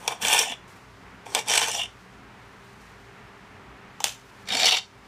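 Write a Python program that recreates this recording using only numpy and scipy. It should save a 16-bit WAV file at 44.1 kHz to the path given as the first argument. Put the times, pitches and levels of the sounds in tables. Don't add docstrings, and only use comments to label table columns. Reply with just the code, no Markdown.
import sys
import numpy as np
from scipy import signal
from scipy.fft import rfft, irfft, next_fast_len
from scipy.io import wavfile
from scipy.ndimage import uniform_filter1d, map_coordinates

SR = 44100
rng = np.random.default_rng(int(sys.argv[2]) if len(sys.argv) > 2 else 0)


def waveform_to_disk(signal):
    frames = np.transpose(np.atleast_2d(signal))
    scaled = np.clip(frames, -1, 1) * 32767
    samples = np.round(scaled).astype(np.int16)
    wavfile.write(sys.argv[1], SR, samples)


def boost_factor(decibels):
    exponent = np.asarray(decibels, float) / 20
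    return 10 ** exponent


N = 223621

# pitch_hz, width_hz, level_db
HANDLE_RING = [(450, 39, -5), (687, 120, -1.5), (874, 165, -0.5), (969, 64, 1.5), (1035, 50, -5),
               (1314, 260, -9)]
# pitch_hz, width_hz, level_db
GRIPPED_RING = [(463, 60, -12.5), (731, 88, 1.5), (910, 120, -5), (996, 73, -3), (1314, 190, -23)]
# pitch_hz, width_hz, level_db
FLAT_RING = [
    [(1508, 110, -4.5), (1800, 68, 2.5), (2363, 150, 3), (2810, 63, 4), (3046, 48, 5.5), (3410, 300, 4.5),
     (3663, 72, 1.5)],
    [(4400, 400, -16.5), (5230, 99, 6), (5680, 240, 6), (6350, 120, 10)],
    [(7180, 650, 12), (7930, 200, 18), (8530, 650, 13), (9630, 140, 6.5), (10400, 400, -12),
     (11470, 470, 6.5), (13300, 1500, -49)],
]


def unit(x):
    return x / np.sqrt(np.mean(x ** 2) + 1e-20)


def along(points, hz):
    point_hz, value = np.transpose(points)
    return np.interp(np.log(hz + 1), np.log(point_hz + 1), value)


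def curves(rows):
    s, *columns = np.transpose(rows)
    t = np.arange(N) / SR
    return np.array([np.interp(t, s, column) for column in columns])


def wobble(rate):
    knots = rng.standard_normal(int(N * rate / SR) + 4)
    return map_coordinates(knots, [np.arange(N) * rate / SR], order=1)


def swell(s, rise, fall):
    t = np.arange(N) / SR - s
    return np.maximum(-t / rise, t / fall)


def filtered(x, response):
    m = next_fast_len(len(x) + 8192)
    gain = response(np.fft.rfftfreq(m, 1 / SR))
    gain = gain / np.sqrt(np.mean(np.abs(gain) ** 2))
    return irfft(rfft(x, m) * gain, m)[:len(x)]


def ringing(modes, band, broad_db):
    def response(f):
        jf = 1j * f
        total = boost_factor(broad_db)
        for k, (pitch, width, db) in enumerate(modes):
            total = total + (-1) ** k * boost_factor(db) * jf * width / (pitch * pitch - f * f + jf * width)
        low, high = jf / band[0], jf / band[1]
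        highpass = low ** 2 / (1 + np.sqrt(2) * low + low ** 2)
        lowpass = 1 / (1 + np.sqrt(2) * high + high ** 2)
        return total * (highpass * lowpass) ** 2
    return response


def grit(steady, snag_db, life):
    chance, size = rng.random(N), rng.random(N)
    snags = (chance < 450 / SR) * boost_factor(snag_db * size)
    jolts = signal.lfilter([1], [1, -np.exp(-1 / (life * SR))], snags)
    return (steady + jolts) * boost_factor(1.7 * wobble(250) + 1.5 * wobble(1400))


def levelled(force):
    return force / np.sqrt(np.abs(uniform_filter1d(force ** 2, size=800)))


def shifting(depth_db):
    z = signal.stft(rng.standard_normal((4, N)), nperseg=256)[2]
    field = rng.standard_normal(z.shape[1:])
    field = uniform_filter1d(field, size=3, axis=0)
    field = uniform_filter1d(field, size=12, axis=1)
    return unit(signal.istft(z * boost_factor(depth_db * unit(field)), nperseg=256)[1][:, :N])


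def knife(strokes, hits, hold, modes, broad_db, force, noise):
    lean_share = np.array([1, 0.052, 0.088, 0.18])
    bite_share = np.array([0.11, 0, 0.85, 0.81])
    # low_hz, high_hz
    parts_hz = [(380, 1500), (1100, 4700), (3500, 8000), (6000, 19000)]
    crack, crack_t60_s = 0.84, 0.0025
    tick_db, tick_hz = -2, (800, 10000)
    level, shock = np.zeros((2, 4, N + SR))
    handle_db, edge_db, tip_db, tip_catch_db, t60 = hold

    firm = np.array([handle_db, 0, edge_db, tip_db])
    for rows in strokes:
        span = slice(round(rows[0][0] * SR), round(rows[-1][0] * SR))
        pressure, lean, bite = curves(rows)[:, span]
        rub_db = firm[:, None] + pressure + np.outer(lean_share, lean) + np.outer(bite_share, bite)
        level[:, span] += boost_factor(rub_db) * force[:, span]

    t = np.arange(SR // 10) / SR
    fade = boost_factor(-60 * t / max(t60, .002)) + crack * boost_factor(-60 * t / crack_t60_s)
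    burst = fade * (1 - np.exp(-t / .00015))
    for s, db, weight, bite in hits:
        size = boost_factor(db - 7.5 + np.array([weight, 0, bite, bite + tip_catch_db]))
        start = round((s + .0009) * SR)
        level[:, start:][:, :len(t)] += np.outer(size * [.45, 0.89, 1, 1.3], burst)
        shock[:, start + 8] = size * [11.3, 4.2, 2.6, 4.6]

    busy = slice(round(strokes[0][0][0] * SR), round(strokes[-1][-1][0] * SR) + SR // 3)
    push = (level[:, :N] * noise + shock[:, :N])[:, busy]
    heard = boost_factor(tick_db) * filtered(shock[1, :N][busy], ringing([], tick_hz, 0))
    for part, peaks, band, base in zip(push, modes, parts_hz, broad_db):
        heard = heard + filtered(part, ringing(peaks, band, base))
    out = np.zeros(N)
    out[busy] = heard
    return out


def first_cut(force, noise):
    # start_s, pressure_db, lean_db (to the handle), bite_db
    strokes = [
        [(0.0, -60.5, 16.5, 7), (0.07, -50, 13.5, 0.5), (0.078, -35, 2, -14), (0.096, -45, 12, -6),
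         (0.118, -41.5, 13, -2), (0.178, -60, 10, -8), (0.2, -59, 9, -3.5)],
        [(0.2, -55, 11, -3), (0.224, -34, 1, 4.5), (0.246, -28, -1, -0.5), (0.318, -24, 0, -1.5),
         (0.33, -23, -1, 2), (0.37, -25.5, -4.5, -0.5), (0.396, -24.5, -1, 0.5), (0.426, -28.5, 0.5, 2.5),
         (0.45, -34, -2.5, -3)],
    ]
    # start_s, peak_db, weight_db (on the handle), bite_db
    hits = [(0.077, -8, -6, -7.5), (0.1074, -27, 9, -18), (0.1175, -28, 5, -6), (0.1225, -26, -1, -13),
            (0.2163, -26, -7, -2), (0.2225, -24, -15, 2), (0.266, -22, -10, -6), (0.298, -22, -12, -8),
            (0.345, -22, -15, -8), (0.2483, -13.5, -6.5, -9), (0.282, -20, -15, 1.5),
            (0.3079, -29.5, -12, -14.5), (0.3176, -18, -21.5, -5), (0.3275, -13, -12, -2),
            (0.3346, -9, -15.5, -8), (0.3544, -22.5, -12.5, -14), (0.3643, -23, -18, -14),
            (0.3774, -14, -25, -8), (0.39, -14, -18, 4), (0.43, -22, -22, -12), (0.6776, -48, -12, -3)]
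    # tip_db (against edge), t60_s
    hold = (-5.5, -6.5, -5.5, -3, 0.02)
    return knife(strokes, hits, hold, [HANDLE_RING] + FLAT_RING, [-10, -14, -1.5, -0.5], force, noise)


def background_level():
    # start_s, background_db
    ducks = [
        (.55, -3.5),
        (4.2, -1.6),
        (4.84, -7.5),
    ]
    body_db = -50.2
    for s, db in ducks:
        body_db = body_db + db * np.clip(1 - swell(s, 0.2, 0.21), 0, 1)
    return body_db


def refrigerator(body_db):
    # pitch_hz, width_hz, level_db
    hum_lines = [(58, 7, -66), (94.8, 6, -64.5), (120.8, 17, -60), (187.6, 12, -68), (215.3, 8.5, -68),
                 (268, 12, -64.5), (396.8, 5.6, -62), (433, 8.7, -70)]

    def lines(f):
        return sum(boost_factor(db + 60) / np.sqrt(w) / (1 + ((f - c) / w * 2) ** 2) for c, w, db in hum_lines)
    hum = boost_factor(body_db - 4.3) * filtered(rng.standard_normal(N), lines)
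    buzz = np.sin(2 * np.pi * 119.5 * np.arange(N) / SR)
    return hum + boost_factor(body_db - 12.5 + 2.5 * wobble(11)) * buzz


def air(body_db):
    # pitch_hz, level_db (per Hz)
    colour = [(18, -30), (30, -22), (59, -0.5), (85, -28), (120, -5), (148, -9.5), (192, -3.5),
              (237, -10.5), (359, -11), (389, -9.5), (518, -13.5), (970, -9), (1970, -12), (2700, -16.5),
              (15500, -51)]

    def low_part(f):
        return 1 / (1 + (f / 4000) ** 4)
    rush = filtered(rng.standard_normal(N), lambda f: boost_factor(along(colour, f)) * low_part(f))
    hiss = filtered(rng.standard_normal(N), lambda f: boost_factor(along(colour, f)) * (1 - low_part(f)))
    rush = boost_factor(body_db + 0.5 + 1.13 * wobble(7.56)) * rush
    return rush + boost_factor(-63.5 + .6 * wobble(5.2)) * hiss


def fingers():
    # peak_s, level_db, rise_s, fall_s (through 20 dB)
    rustles = [
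        (.02, -61.5, .1, 0.7),
        (.68, -58.5, .006, 0.25),
        (1.06, -75.5, .3, 7),
        (2.45, -76, .2, 0.1756),
        (2.66, -69, .13, 0.2333),
        (2.85, -68, .3, 0.5),
        (4.26, -64.5, 0.13, 0.23),
        (4.42, -65.5, .12, .1),
        (2.02, -69.5, 0.14, 0.2),
        (5.06, -70, .12, 1),
    ]
    skin = filtered(rng.standard_normal(N), lambda f: (f / 4500) ** 2 / (1 + (f / 4500) ** 3.8))
    moves = sum(boost_factor(db - 20 * swell(s, rise, fall)) for s, db, rise, fall in rustles)
    return moves * boost_factor(2.5 * wobble(60)) * skin


def kitchen(x):
    # pitch_hz, t60_s
    echo_t60 = [(200, 0.25), (1500, 0.24), (3200, 0.21), (6500, 0.26), (14000, 0.14)]
    out, step = np.zeros(N + SR), SR // 4
    for start in range(0, N, step):
        hz, t, z = signal.stft(rng.standard_normal(SR // 3), SR, nperseg=256)
        fade = boost_factor(-60 * t / along(echo_t60, hz)[:, None])
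        tail = signal.istft(z * fade, SR, nperseg=256)[1]
        wet = signal.fftconvolve(x[start:start + step], tail / np.linalg.norm(tail))
        out[start + 260:][:len(wet)] += wet
    return out[:N]


def hand():
    # start_s, level_db, pitch_hz
    thumps = [
        (.23, -39.5, 209),
        (0.26, -48, 270),
        (.33, -53, 253),
        (0.501, -44, 249),
        (1.5, -50, 222),
        (4.511, -40, 200),
        (4.542, -37, 264),
        (4.619, -43, 250),
        (4.66, -43, 234),
    ]
    out, t = np.zeros(N + SR), np.arange(SR // 8) / SR
    for s, db, hz in thumps:
        shape = boost_factor(db + 6.5 - 60 * t / 0.11) * (1 - np.exp(-t / 0.0024))
        out[round(s * SR):][:len(t)] += shape * np.sin(2 * np.pi * hz * t)
    return out[:N]


def pings():
    # start_s, level_db, pitch_hz, t60_s
    sung = [(.249, -22, 2400, .03), (.284, -26, 5650, .02), (.334, -16, 3100, .03),
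            (.3895, -10, 5620, .018), (.4, -22, 3350, .08), (.52, -32, 2800, .06), (1.352, -22, 3300, .04),
            (1.364, -20, 900, .02), (1.374, -24, 900, .03), (1.498, -22, 3800, .015),
            (1.577, -16, 2900, .04), (4.0045, -21, 850, .03), (4.016, -33, 850, .05),
            (4.598, -20, 4450, .03), (4.644, -15, 4450, .03), (4.655, -8, 4460, .025),
            (4.686, -14, 3300, .02), (4.692, -14, 3500, .015), (4.727, -26, 750, .08)]
    out, t = np.zeros(N + SR), np.arange(SR // 5) / SR
    for s, db, hz, t60 in sung:
        shape = boost_factor(db - 60 * t / t60) * (1 - np.exp(-t / .001))
        out[round(s * SR):][:len(t)] += shape * np.sin(2 * np.pi * hz * t)
    return out[:N] * boost_factor(2.5 * wobble(400))


def leaving(force, noise):
    # start_s, pressure_db, lean_db, bite_db
    strokes = [
        [(0.45, -31.5, 0, 0), (0.464, -34.5, 4.5, 1), (0.536, -33, -9, -9), (0.543, -48, 8, -10)],
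        [(1.7, -34.5, 8, 3), (1.72, -35.5, -1, 8), (1.776, -35.5, 6, 7.5), (1.792, -29, -0.5, -4),
         (1.844, -34.5, -9, -8), (1.861, -40.5, -3, -8)],
    ]
    # start_s, peak_db, weight_db, bite_db
    hits = [(0.5064, -30, -5, -17), (0.5194, -24.5, -2.5, -14), (0.5364, -37, -5, -22),
            (1.7137, -25, -12, 2), (1.7342, -30, -12, 0), (1.7479, -19, -6.5, -3), (1.8, -26, -15, -14),
            (1.7754, -29, -18, -6), (1.7928, -21, -10, -14), (1.8138, -21, -37, -18),
            (1.8322, -24, -32, -14)]
    # tip_db (against edge), t60_s
    hold = (-8, -9, -9, -1.5, 0.018)
    # pitch_hz, width_hz, level_db
    steel = [
        [(1810, 170, -11), (2330, 130, -0.5), (2775, 103, 7.5), (3040, 170, 6), (3400, 160, 4.5),
         (3600, 139.8, 3)],
        [(4200, 540, -18), (5130, 240, 4), (5750, 440, 4.5), (6400, 400, -1.5)],
        [(6970, 460, 8), (8700, 500, 5), (10485, 600, -7), (13300, 1500, -15)],
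    ]
    return knife(strokes, hits, hold, [GRIPPED_RING] + steel, [-28, -20, -8.5, -13], force, noise)


def second_landing(force, noise):
    # start_s, pressure_db, lean_db, bite_db
    strokes = [
        [(1.255, -60, 19, 3), (1.265, -49.5, 11, -3.5), (1.301, -56, 10, 8), (1.343, -47, 12.5, 5),
         (1.356, -29, -2, -10.5), (1.363, -38, 14, -2), (1.392, -31, 4, -1), (1.405, -41, 2, 0),
         (1.443, -59, -2, -3), (1.455, -52, 0, -3)],
    ]
    # start_s, peak_db, weight_db, bite_db
    hits = [
        (1.264, -38, 11, -3),
        (1.3478, -6.5, -7, -1),
        (1.3644, -23, 3, -14),
        (1.3686, -26, 0, -6),
        (1.3754, -26, 4, -8.5),
        (1.386, -24, 1.5, -6),
    ]
    # tip_db (against edge), t60_s
    hold = (-7, -3, -10, -8, 0.017)
    return knife(strokes, hits, hold, [HANDLE_RING] + FLAT_RING, [-8, -8, 2, -2], force, noise)


def second_cut(force, noise):
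    # start_s, pressure_db, lean_db, bite_db
    strokes = [
        [(1.458, -49.5, 9, 1.5), (1.495, -29, 3.5, 4.5), (1.557, -23.5, -1.5, 2), (1.571, -32, 9, 6),
         (1.58, -22, -1.5, 1.5), (1.602, -32, -0.5, 4), (1.628, -27.5, 0, 3.5), (1.668, -33.5, 1.5, 2),
         (1.7, -35, 4, 2.5)],
    ]
    # start_s, peak_db, weight_db, bite_db
    hits = [(1.4822, -22, -6, 4.5), (1.4967, -19, -10, -3), (1.508, -25, -8, -3), (1.5194, -22.5, -6, -3),
            (1.536, -22, -10, -3), (1.545, -22, -10, -3), (1.5516, -12, -11, -2.5), (1.5756, -11, -20, -5),
            (1.5785, -17, -20, -5), (1.588, -20, -15, -8), (1.6147, -16, -10, -6), (1.625, -24, -10, -6),
            (1.6326, -25.5, 4.5, -13), (1.6826, -19, -3.5, -1), (1.696, -25, -6, -2)]
    # tip_db (against edge), t60_s
    hold = (-6, -4, -10, -5, 0.016)
    return knife(strokes, hits, hold, [HANDLE_RING] + FLAT_RING, [-12, -10.5, -2, -11], force, noise)


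def upright_skid(force, noise):
    # start_s, pressure_db, lean_db, bite_db
    strokes = [
        [(4.003, -43, 10, 5), (4.014, -50, 15, 0), (4.038, -50, 3, 0), (4.045, -33, 1, -5),
         (4.06, -32.5, -4, 1.5), (4.097, -40.5, -6.5, 4), (4.179, -62, -2, 5), (4.22, -71, 11, 8)],
    ]
    # start_s, peak_db, weight_db, bite_db
    hits = [
        (4.0021, -40, 8, 5),
        (4.0405, -7.5, -13, 4),
    ]
    # tip_db (against edge), t60_s
    hold = (-8.5, -4.5, -6.5, -12.5, 0.0155)
    # pitch_hz, width_hz, level_db
    handle = [(470, 53, -12), (820, 150, 0.5), (1020, 190, -23.5)]
    # pitch_hz, width_hz, level_db
    steel = [
        [(1450, 49, -19), (2500, 420, 2), (3070, 230, 2), (3520, 150, 5.5)],
        [(4940, 230, -10), (5580, 300, 5), (6260, 300, 4)],
        [(7140, 400, 7.5), (8760, 1000, 3.5), (10100, 800, -12.5), (13300, 1500, -17.5)],
    ]
    return knife(strokes, hits, hold, [handle] + steel, [-12, -7, -2, -7], force, noise)


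def tilted_push(force, noise):
    # start_s, pressure_db, lean_db, bite_db
    strokes = [
        [(4.455, -65, 13, 12), (4.484, -41, 6, 0), (4.497, -30.5, 1, -3.5), (4.577, -28.5, 3, 3.5),
         (4.635, -23.5, 1.5, 2.5), (4.652, -25, 0, 2.5)],
        [(4.652, -22, -3, 2.5), (4.693, -19.5, -8, 0), (4.697, -29, -4, 0), (4.71, -22.5, -7, -2),
         (4.74, -23.5, 0, -3), (4.755, -26.5, -2, -1), (4.782, -29, -2, 2), (4.797, -39, -3, -1)],
    ]
    # start_s, peak_db, weight_db, bite_db
    catches = [(4.4735, -34, -22, -12.5), (4.4868, -18, -29, -6), (4.5219, -17.5, -10.5, -3),
               (4.5337, -22, -12, 0), (4.5462, -20, -12, 0), (4.5506, -20, -12, 2.5), (4.679, -16, -20, -6),
               (4.729, -18, -10, -6), (4.5686, -23, -17, 0), (4.5973, -14, -23, -2.5), (4.6194, -25, -4, 0),
               (4.6425, -13, -2.5, -3.5), (4.6561, -7.5, -11, 2), (4.664, -12, -18, -8),
               (4.6864, -14.5, -21, -1), (4.6926, -11, -22, -12), (4.7074, -18.5, -17, -4),
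               (4.72, -10.5, -10, -7.5), (4.7449, -16.5, -8, -11), (4.7681, -16.5, -19, -3),
               (4.7849, -27, -24, -23)]
    # tip_db (against edge), t60_s
    hold = (-9.5, -4, -15, -15, 0.015)
    # pitch_hz, width_hz, level_db
    steel = [
        [(1810, 260, -9), (1500, 500, 1), (2330, 120, 10), (2755, 94, 6.5), (3110, 220, 6.5), (3326, 180, 8),
         (3710, 210, 8.5)],
        [(4450, 170, 9.5), (5200, 77, 7), (5700, 300, 0.5), (6400, 68, -13.5)],
        [(7100, 150, 11.5), (7270, 490, 32), (8900, 900, -3), (10800, 1100, -14), (13400, 1800, -16)],
    ]
    # pitch_hz, width_hz, level_db
    turned_blade = [(1300, 300, -14), (1850, 260, -3), (2300, 140, 0), (2755, 110, 8), (3110, 220, 7),
                    (3400, 180, 9), (3710, 210, 8.5)]
    turn_s = 4.652
    out = np.zeros(N)
    for stroke, blade, late in zip(strokes, (steel[0], turned_blade), (False, True)):
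        hits = [hit for hit in catches if (hit[0] > turn_s) == late]
        modes = [GRIPPED_RING, blade] + steel[1:]
        out = out + knife([stroke], hits, hold, modes, [-13, -10, -10.5, -7.5], force, noise)
    return out


def scene():
    grain = grit(steady=1.0, snag_db=4.5, life=0.00061)
    noise = shifting(depth_db=2.0)
    own_db = (0.47, 0.98, 1.6, 1.4)
    force = np.array([levelled(grain * boost_factor(db * wobble(150))) for db in own_db])
    blade = pings()
    for action in (first_cut, leaving, second_landing, second_cut, upright_skid, tilted_push):
        blade = blade + action(force, noise)
    body_db = background_level()
    behind = refrigerator(body_db) + air(body_db) + fingers()
    return (blade + boost_factor(-12.5) * kitchen(blade) + hand() + behind)[None]


def low_pass(x):
    return signal.sosfilt(signal.butter(12, 16640, fs=SR, output="sos"), x)


def record(dry):
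    hz = np.fft.rfftfreq(N + 8192, 1 / SR)
    top = np.where(hz < 15450, 1, boost_factor(-38)) * (hz < 16640)
    heard = irfft(rfft(dry, N + 8192) * top, N + 8192)[:, :N]
    return low_pass(heard)


dry = scene()
out = record(dry)
waveform_to_disk(out)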